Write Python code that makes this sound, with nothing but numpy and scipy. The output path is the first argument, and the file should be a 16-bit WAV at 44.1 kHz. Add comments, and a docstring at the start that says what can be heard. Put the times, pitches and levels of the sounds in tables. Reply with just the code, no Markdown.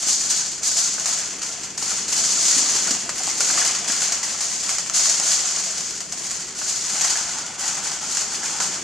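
"""Aluminium foil crinkles as hands spread, fold and press it around food on a table.
Creases give way in avalanches of tiny clicks, with louder snaps and cracks; wide panels of the sheet
flex, ring and pop lower down. Once closed, the parcel adds hollow ticks. Hands rub and bump on the
table, and a hard-walled room smears it all, over a faint hum."""
import sys
import numpy as np
from scipy import signal
from scipy.fft import rfft, irfft, next_fast_len
from scipy.io import wavfile
from scipy.ndimage import uniform_filter1d

SR = 44100
rng = np.random.default_rng(int(sys.argv[2]) if len(sys.argv) > 2 else 0)


def generate_wav(signal):
    """Clip the signal to [-1, 1] and save it as 16-bit WAV at the path in sys.argv[1]."""
    frames = np.transpose(np.atleast_2d(signal))
    scaled = np.clip(frames, -1, 1) * 32767
    pcm = np.round(scaled).astype(np.int16)
    wavfile.write(sys.argv[1], SR, pcm)


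N = 389403


def gain_of(db):
    """Decibels to amplitude."""
    return 10 ** (np.asarray(db) / 20)


def unit_rms(x):
    """Scales to rms 1."""
    return x / np.sqrt(np.mean(x ** 2) + 1e-20)


def db_at(spectrum, hz):
    """Interpolates a spectrum on a log-frequency axis."""
    table_hz, db = np.transpose(spectrum)
    return np.interp(np.log(hz + 1), np.log(table_hz + 1), db)


def add(mix, at_s, sound):
    """Mixes a sound in at at_s."""
    part = mix[..., max(round(at_s * SR), 0):][..., :sound.shape[-1]]
    part += sound[..., :part.shape[-1]]


def coloured(x, spectrum, size=4096):
    """Minimum-phase filter of unit energy; clicks keep their sharp front."""
    hz = abs(np.fft.fftfreq(size, 1 / SR))
    log_gain = np.log(gain_of(np.maximum(db_at(spectrum, hz), -90)))
    response = np.exp(np.conj(signal.hilbert(log_gain)))
    taps = np.fft.ifft(response).real[:size // 2]
    return signal.oaconvolve(x, taps[None] / np.linalg.norm(taps), axes=1)[:, :N]


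def equalised(x, spectrum):
    """Zero-phase gain by frequency."""
    size = next_fast_len(N, True)
    gain = gain_of(db_at(spectrum, np.fft.rfftfreq(size, 1 / SR)))
    return irfft(rfft(x, size) * gain, size)[:N]


def smeared(power, decay_s):
    """Spreads energy over an exponential tail."""
    pole = np.exp(-1 / (decay_s * SR))
    return signal.lfilter([1 - pole], [1, -pole], power)


def steadied(x, span_s):
    """Holds the slow level at 1; keeps the fast grain."""
    return x / np.sqrt(abs(uniform_filter1d(x ** 2, int(span_s * SR))) + 1e-12)


def in_room(x, wet_db, t60_s, early_db=-3, early_s=0.059):
    """Mid and side of clicks in the room; each comes from a new spot, so its echoes are fresh noise."""
    early, wet = gain_of(early_db) ** 2, gain_of(wet_db)
    late_power = smeared(x ** 2, t60_s / np.log(10 ** 6))
    echo_power = (early * smeared(x ** 2, early_s) + late_power) / (1 + early)
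    echoes = np.sqrt(echo_power) * rng.standard_normal((2, len(x)))
    return np.array([(x + wet * echoes[0]) / np.hypot(1, wet), echoes[1]])


def clicks(per_s, spread_db, size=N):
    """Random clicks of either sign; spread_db makes a few stand out."""
    height = gain_of(spread_db * np.minimum(rng.exponential(1, size), 3))
    return (rng.random(size) < per_s / SR) * height * rng.choice([-1, 1], size)


def facets(x, ring_s):
    """Each click shakes another facet of the foil into a brief random ring."""
    return np.sqrt(smeared(x ** 2, ring_s)) * rng.standard_normal(len(x))


def avalanches(per_s, decay_s, spread_db, floor):
    """Stress released in bursts: instant onset, exponential decay."""
    onsets = rng.random(N) < per_s / SR
    kicks = onsets * gain_of(spread_db * np.minimum(rng.exponential(1, N), 2))
    return floor + smeared(kicks, decay_s) * decay_s * SR


# hand pushes on the foil: t/s, rise/s, hold/s, crease level/dB, bend level/dB
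HAND_PUSHES = [(0.0, 0.00042, 0.068, -25, -33.5), (0.064, 0.013, 0.016, -19.5, -45),
               (0.2, .01, .06, -28, -40), (0.296, .012, 0.025, -21.5, -35),
               (0.626, 0.049, 0.045, -21.5, -36.5), (0.761, 0.024, 0.023, -21.5, -34.5),
               (0.933, 0.1, 0.066, -30, -38.5), (1.067, 0.02, 0.077, -25.5, -34.5),
               (1.413, 0.008, 0.087, -31, -38.5), (1.61, .005, 0.012, -36, -41.5),
               (1.77, 0.14, 0.045, -25, -33.5), (2.076, 0.11, 0.17, -21.5, -32.5),
               (2.384, 0.092, 0.11, -18.5, -30.5), (2.605, 0.13, 0.14, -23.5, -32),
               (3.137, 0.091, 0.16, -26.5, -34), (3.399, 0.003, 0.11, -23.5, -35.5),
               (3.462, 0.12, 0.088, -21.5, -29), (3.869, 0.025, 0.015, -22.5, -31.5),
               (3.97, 0.069, 0.021, -23.5, -32.5), (4.23, 0.025, 0.14, -29, -36),
               (4.403, 0.008, 0.18, -27.5, -39), (4.6, 0.12, 0.016, -26, -33.5),
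               (4.935, 0.017, 0.048, -19, -31.5), (5.025, 0.03, 0.016, -20.5, -34),
               (5.212, 0.1, 0.017, -19.5, -30.5), (5.438, 0.031, 0.17, -26.5, -36.5),
               (5.698, 0.052, 0.17, -30.5, -41), (6.09, 0.16, 0.16, -31, -38),
               (6.546, 0.14, 0.094, -25.5, -36.5), (6.832, 0.14, 0.11, -25.5, -32.5),
               (7.01, 0.058, 0.091, -25, -35.5), (7.262, 0.0099, 0.13, -31.5, -37.5),
               (7.577, 0.072, 0.051, -25.5, -32.5), (7.815, 0.029, 0.063, -28, -36),
               (8.02, 0.11, 0.075, -25.5, -35), (8.298, 0.049, 0.016, -29.5, -36.5),
               (8.42, 0.032, 0.1, -28.5, -35), (8.599, .004, 0.038, -25, -34)]


def handling(crease_fall_db_per_s=48, bend_fall_db_per_s=27.5):
    """Creasing and bending gains: pushes swell, hold and settle, wide panels last; powers add."""
    t = np.arange(SR) / SR
    crease_power, bend_power = np.zeros(N), np.zeros(N)
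    for at_s, rise_s, hold_s, crease_db, bend_db in HAND_PUSHES:
        force = np.minimum(t / rise_s, 1)
        after_s = np.maximum(t - rise_s - hold_s, 0)
        add(crease_power, at_s, force * gain_of(crease_db - crease_fall_db_per_s * after_s) ** 2)
        add(bend_power, at_s, force * gain_of(bend_db - bend_fall_db_per_s * after_s) ** 2)
    return np.sqrt(crease_power + 1e-12), np.sqrt(bend_power + 1e-12)


# buckling creases: f/Hz, level/dB
CREASE_SPECTRUM = [(1650, -58), (2800, -20.5), (3780, -13.5), (4430, -5.5), (5410, -4.5), (6420, 0.5),
                   (7100, 1), (13800, -45.5), (15500, -75)]
# fresh cracks: f/Hz, level/dB
CRACK_SPECTRUM = [(3000, -35), (8500, 11), (11500, -2), (15000, -19)]


def creases(stress, creasing, gain_db=1.5, crack_db=-16, memory_s=0.021, cutoff_hz=9800):
    """Thousands of tiny buckles a second: bright while the folding grows, duller as it dies."""
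    buckles = clicks(per_s=4500, spread_db=0.5) * stress
    grain = steadied(facets(buckles, ring_s=0.00014), span_s=0.1)
    # above 1 while new creases form, below 1 as they settle
    freshness = np.minimum(creasing ** 2 / smeared(creasing ** 2, memory_s), 1.5)
    body = coloured(in_room(grain, wet_db=2, t60_s=0.25), CREASE_SPECTRUM)
    body = signal.lfilter(*signal.butter(2, cutoff_hz, fs=SR), body)  # air and walls absorb treble
    fresh_grain = freshness * grain * unit_rms(np.sqrt(stress))
    edge = coloured(in_room(fresh_grain, wet_db=3.5, t60_s=0.11), CRACK_SPECTRUM)
    return creasing * (gain_of(gain_db) * body + gain_of(crack_db) * edge)


# flexing sheet: f/Hz, level/dB
FLEX_SPECTRUM = [(320, -23.5), (550, -5.5), (688, -2), (1090, -1.5), (1370, -1), (2100, -0.5), (3500, -1.5),
                 (4550, -36), (7700, -120)]


def flexing(stress, bending, gain_db=-2.5):
    """Larger facets rattle lower and ring longer."""
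    buckles = clicks(per_s=1400, spread_db=1.0) * stress
    grain = steadied(facets(buckles, ring_s=0.00053), span_s=0.15)
    return gain_of(gain_db) * bending * coloured(in_room(grain, wet_db=3, t60_s=0.51), FLEX_SPECTRUM)


# wide-panel modes: f/Hz, level/dB
PANEL_RESONANCES = [(690, -2), (1420, 1), (2030, -2), (2980, -2)]


def panel_rings(bending, gain_db=-11.5, t60_s=0.085, detune=0.07, plucks_per_mode=300):
    """Bending plucks the panels; their shape keeps changing, so each ring has its own pitch."""
    t, rings = np.arange(SR // 8) / SR, np.zeros(N)
    for hz, mode_db in PANEL_RESONANCES:
        for when, shape, strength in rng.random((plucks_per_mode, 3)):
            ring = np.sin(2 * np.pi * hz * (1 + detune * (2 * shape - 1)) * t)
            envelope = strength ** 2 * gain_of(mode_db - 60 * t / t60_s)
            add(rings, when * N / SR, envelope * ring)
    return np.outer([1, 0], gain_of(gain_db) * bending * unit_rms(rings))  # mid only


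# sliding envelope: t/s, level/dB
SLIDE_LEVELS = [(0.0, -44.5), (0.44, -47.5), (1.65, -45.5), (2.93, -38), (3.02, -43.5), (3.54, -41),
                (4.48, -47.5), (8.04, -45.5), (8.83, -40.5)]
# table-top friction: f/Hz, level/dB
SLIDE_SPECTRUM = [(76, -46.5), (130, -2.5), (199, 2), (422, 1.5), (620, -8), (810, -24), (1360, -120)]


def sliding(gain_db=-3.5):
    """Dull catches of hands and sheet on the table top."""
    catches = steadied(clicks(per_s=760, spread_db=3.5), span_s=0.46)
    rub = coloured(in_room(catches, wet_db=-3, t60_s=0.17), SLIDE_SPECTRUM)
    level_db = np.interp(np.arange(N) / SR, *np.transpose(SLIDE_LEVELS))
    return gain_of(level_db + gain_db) * rub


# room noise: f/Hz, level/dB
AIR_SPECTRUM = [(20, -24), (45, 0.5), (118, -5.5), (178, 6.5), (237, -1), (400, -2), (520, -7), (880, -120)]
# hum partials: f/Hz, level/dB
HUM_PARTIALS = [(96.9, -57.5), (193.8, -59.5)]


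def room_tone(air_db=-50.5, hum_gain_db=-1, waver_rad=1.0):
    """Low room noise and a hum of wavering phase."""
    t = np.arange(N) / SR
    air = gain_of(air_db) * coloured(rng.standard_normal((2, N)), AIR_SPECTRUM)
    drift_rad = waver_rad * unit_rms(uniform_filter1d(rng.standard_normal(N), 8192))
    base_hz = HUM_PARTIALS[0][0]
    hum = sum(gain_of(db + hum_gain_db) * np.sin(2 * np.pi * hz * t + drift_rad * hz / base_hz)
              for hz, db in HUM_PARTIALS)
    return air + np.outer([1, 0], hum)


# hand bumps on the table: t/s, level/dB, f/Hz
TABLE_BUMPS = [(0.068, -32.5, 250), (2.566, -30, 260), (2.909, -25, 229), (3.494, -36, 221),
               (3.895, -31.5, 245)]


def bumps(gain_db=1, q=4, size=16384):
    """Soft thuds of a hand through the foil; each rings one damped mode."""
    out = np.zeros((2, N))
    for at_s, level_db, hz in TABLE_BUMPS:
        blow = in_room(signal.unit_impulse(size), wet_db=0.5, t60_s=0.35)
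        ring = signal.lfilter(*signal.iirpeak(hz, q, SR), blow)
        thud = signal.lfilter(*signal.butter(1, [hz / 2, hz * 2], "band", fs=SR), ring)
        add(out, at_s, gain_of(level_db + gain_db) * thud / abs(thud[0]).max())
    return out


# collapsing folds: t/s, level/dB
FOLD_SNAPS = [(0.0844, -4), (0.209, -7), (0.3032, -17), (0.631, -6), (0.677, -14), (1.057, -3),
              (1.4182, -11.5), (1.4286, -7.5), (1.6338, -9.5), (1.7772, -6), (1.8248, -5.5), (2.0812, -7),
              (2.1246, -4), (2.238, -3.5), (2.9062, 0), (3.0927, -5), (3.269, -7), (3.406, -3), (3.884, -7),
              (4.121, -1.5), (4.2306, -3.5), (4.407, -5.5), (4.692, -1.5), (4.783, -4), (4.949, -10),
              (5.805, -8.5), (6.004, -8.5), (6.123, -7.5), (6.2667, -10), (6.308, -6.5), (6.8978, -5.5),
              (7.01, 0), (7.045, 0), (8.17, -3.5), (8.6023, -6.5)]


def snaps(gain_db=10.3, decay_s=0.012, size=4096):
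    """One crease breaks and sets off its neighbours in a short, dense run of clicks."""
    t, out = np.arange(size) / SR, np.zeros(N)
    for at_s, level_db in FOLD_SNAPS:
        run = clicks(per_s=6500, spread_db=4.0, size=size) * np.exp(-t / decay_s)
        add(out, at_s, gain_of(level_db + gain_db) * run / np.linalg.norm(run))
    return out


def radiated(snap_runs, single_cracks, crack_db=-11, body_db=-12):
    """Snaps and cracks take on the room's echoes and the foil's colours."""
    echoing = in_room(snap_runs, wet_db=-6, t60_s=0.36) + in_room(single_cracks, wet_db=-2, t60_s=0.22)
    bright = coloured(echoing, CREASE_SPECTRUM) + gain_of(crack_db) * coloured(echoing, CRACK_SPECTRUM)
    return bright + gain_of(body_db) * coloured(echoing, FLEX_SPECTRUM)


# wide panels flipping: t/s, level/dB, f/Hz
PANEL_POPS = [(0.812, -32, 1450), (0.981, -26.5, 1500), (1.056, -29, 1350), (1.195, -31, 1400),
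              (1.823, -29, 900), (1.917, -26.5, 1400), (2.752, -26, 800), (2.865, -28, 2000),
              (3.091, -24, 1290), (3.204, -28, 716), (3.276, -25, 690), (3.405, -21, 1420),
              (3.5, -23, 1450), (3.576, -19, 1300), (3.616, -22, 1750), (3.695, -24, 2300),
              (3.901, -24.5, 1710), (4.232, -30, 2010), (4.691, -26, 1540), (4.897, -28, 1260),
              (5.198, -23, 820), (5.571, -32, 1440), (6.615, -26, 1450), (7.012, -24, 1450),
              (7.047, -24, 1440), (7.156, -23, 1600), (8.172, -28, 1900), (8.431, -24, 1560),
              (8.602, -22.5, 1370), (8.603, -21, 780)]


def pops(gain_db=3.5, lower_db=-6, knock_db=-8, knock_s=0.006, swing_s=0.0012, size=8192):
    """A panel swings through in a few cycles, over a mode an octave down, and jolts nearby facets."""
    t, out = np.arange(size) / SR, np.zeros((2, N))
    swing = (t / swing_s * np.exp(1 - t / swing_s)) ** 2
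    for at_s, level_db, hz in PANEL_POPS:
        modes = np.sin(2 * np.pi * hz * t) + gain_of(lower_db) * np.sin(np.pi * hz * t)
        band = signal.butter(2, [hz / 2, hz * 2], "band", fs=SR)
        jolt = unit_rms(signal.lfilter(*band, rng.standard_normal(size)))
        knock = gain_of(knock_db) * jolt * np.exp(-t / knock_s)
        pop = gain_of(level_db + gain_db) * (swing * modes + knock)
        room = in_room(signal.unit_impulse(size), wet_db=0.5, t60_s=0.11)
        add(out, at_s, signal.fftconvolve(room, pop[None], axes=1))
    return out


# taut creases cracking: t/s, level/dB
TAUT_CRACKS = [(1.058, -9), (3.2992, -11), (3.406, -5), (4.784, -15), (4.898, -7.5), (5.057, -4),
               (5.16, -17), (5.199, -3), (5.909, -13), (8.602, -11)]


def cracks(gain_db=10.8, decay_s=0.0011, size=4096):
    """A taut crease cracks alone in one very short burst."""
    t, out = np.arange(size) / SR, np.zeros(N)
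    for at_s, level_db in TAUT_CRACKS:
        split = rng.standard_normal(size) * np.exp(-t / decay_s)
        add(out, at_s, gain_of(level_db + gain_db) * split / np.linalg.norm(split))
    return out


# hollow under the folded sheet: f/Hz, level/dB
HOLLOW_SPECTRUM = [(480, -44), (800, 8), (1100, -1.5), (1500, 6), (2100, -26), (5000, -64)]


def hollow_ticks(bending, gain_db=-7, close_at_s=6.9, closing_s=0.11):
    """Once the front flap closes over the food, sparse ticks ring in the hollow beneath."""
    closed = np.clip((np.arange(N) / SR - close_at_s) / closing_s, 0, 1)
    ticks = steadied(facets(clicks(per_s=42, spread_db=0), ring_s=0.0047), span_s=0.47)
    hollow = coloured(in_room(ticks, wet_db=3, t60_s=0.11), HOLLOW_SPECTRUM)
    return gain_of(gain_db) * bending * closed * hollow


# stereo width: f/Hz, side gain/dB
SIDE_GAIN = [(60, -14), (240, -19.5), (950, -15.5), (3770, -10.5), (15000, 0.5)]
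# stereo balance: f/Hz, left minus right/dB
BALANCE = [(2800, .4), (4800, 2.2), (10000, .4)]


def scene():
    """The same avalanches shake small and large facets; left and right differ mostly in the treble."""
    stress = avalanches(per_s=150, decay_s=0.0055, spread_db=-2.0, floor=1.0)
    creasing, bending = handling()
    foil = creases(stress, creasing) + flexing(stress, bending) + hollow_ticks(bending)
    foil += radiated(snaps(), cracks()) + pops()
    mid, side = foil + sliding() + bumps() + room_tone() + panel_rings(bending)
    side = equalised(side, SIDE_GAIN)
    left = equalised(mid + side, [(hz, db / 2) for hz, db in BALANCE])
    right = equalised(mid - side, [(hz, -db / 2) for hz, db in BALANCE])
    return np.array([left, right])


def record(dry, bass_hz=42, top_hz=15500):
    """Bass cut and steep treble limit."""
    thinned = signal.lfilter(*signal.butter(2, bass_hz, "high", fs=SR), dry)
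    lowpass = signal.firwin(401, top_hz, window=("kaiser", 9), fs=SR)
    return signal.oaconvolve(thinned, lowpass[None], "same")


dry = scene()
out = record(dry)
generate_wav(out)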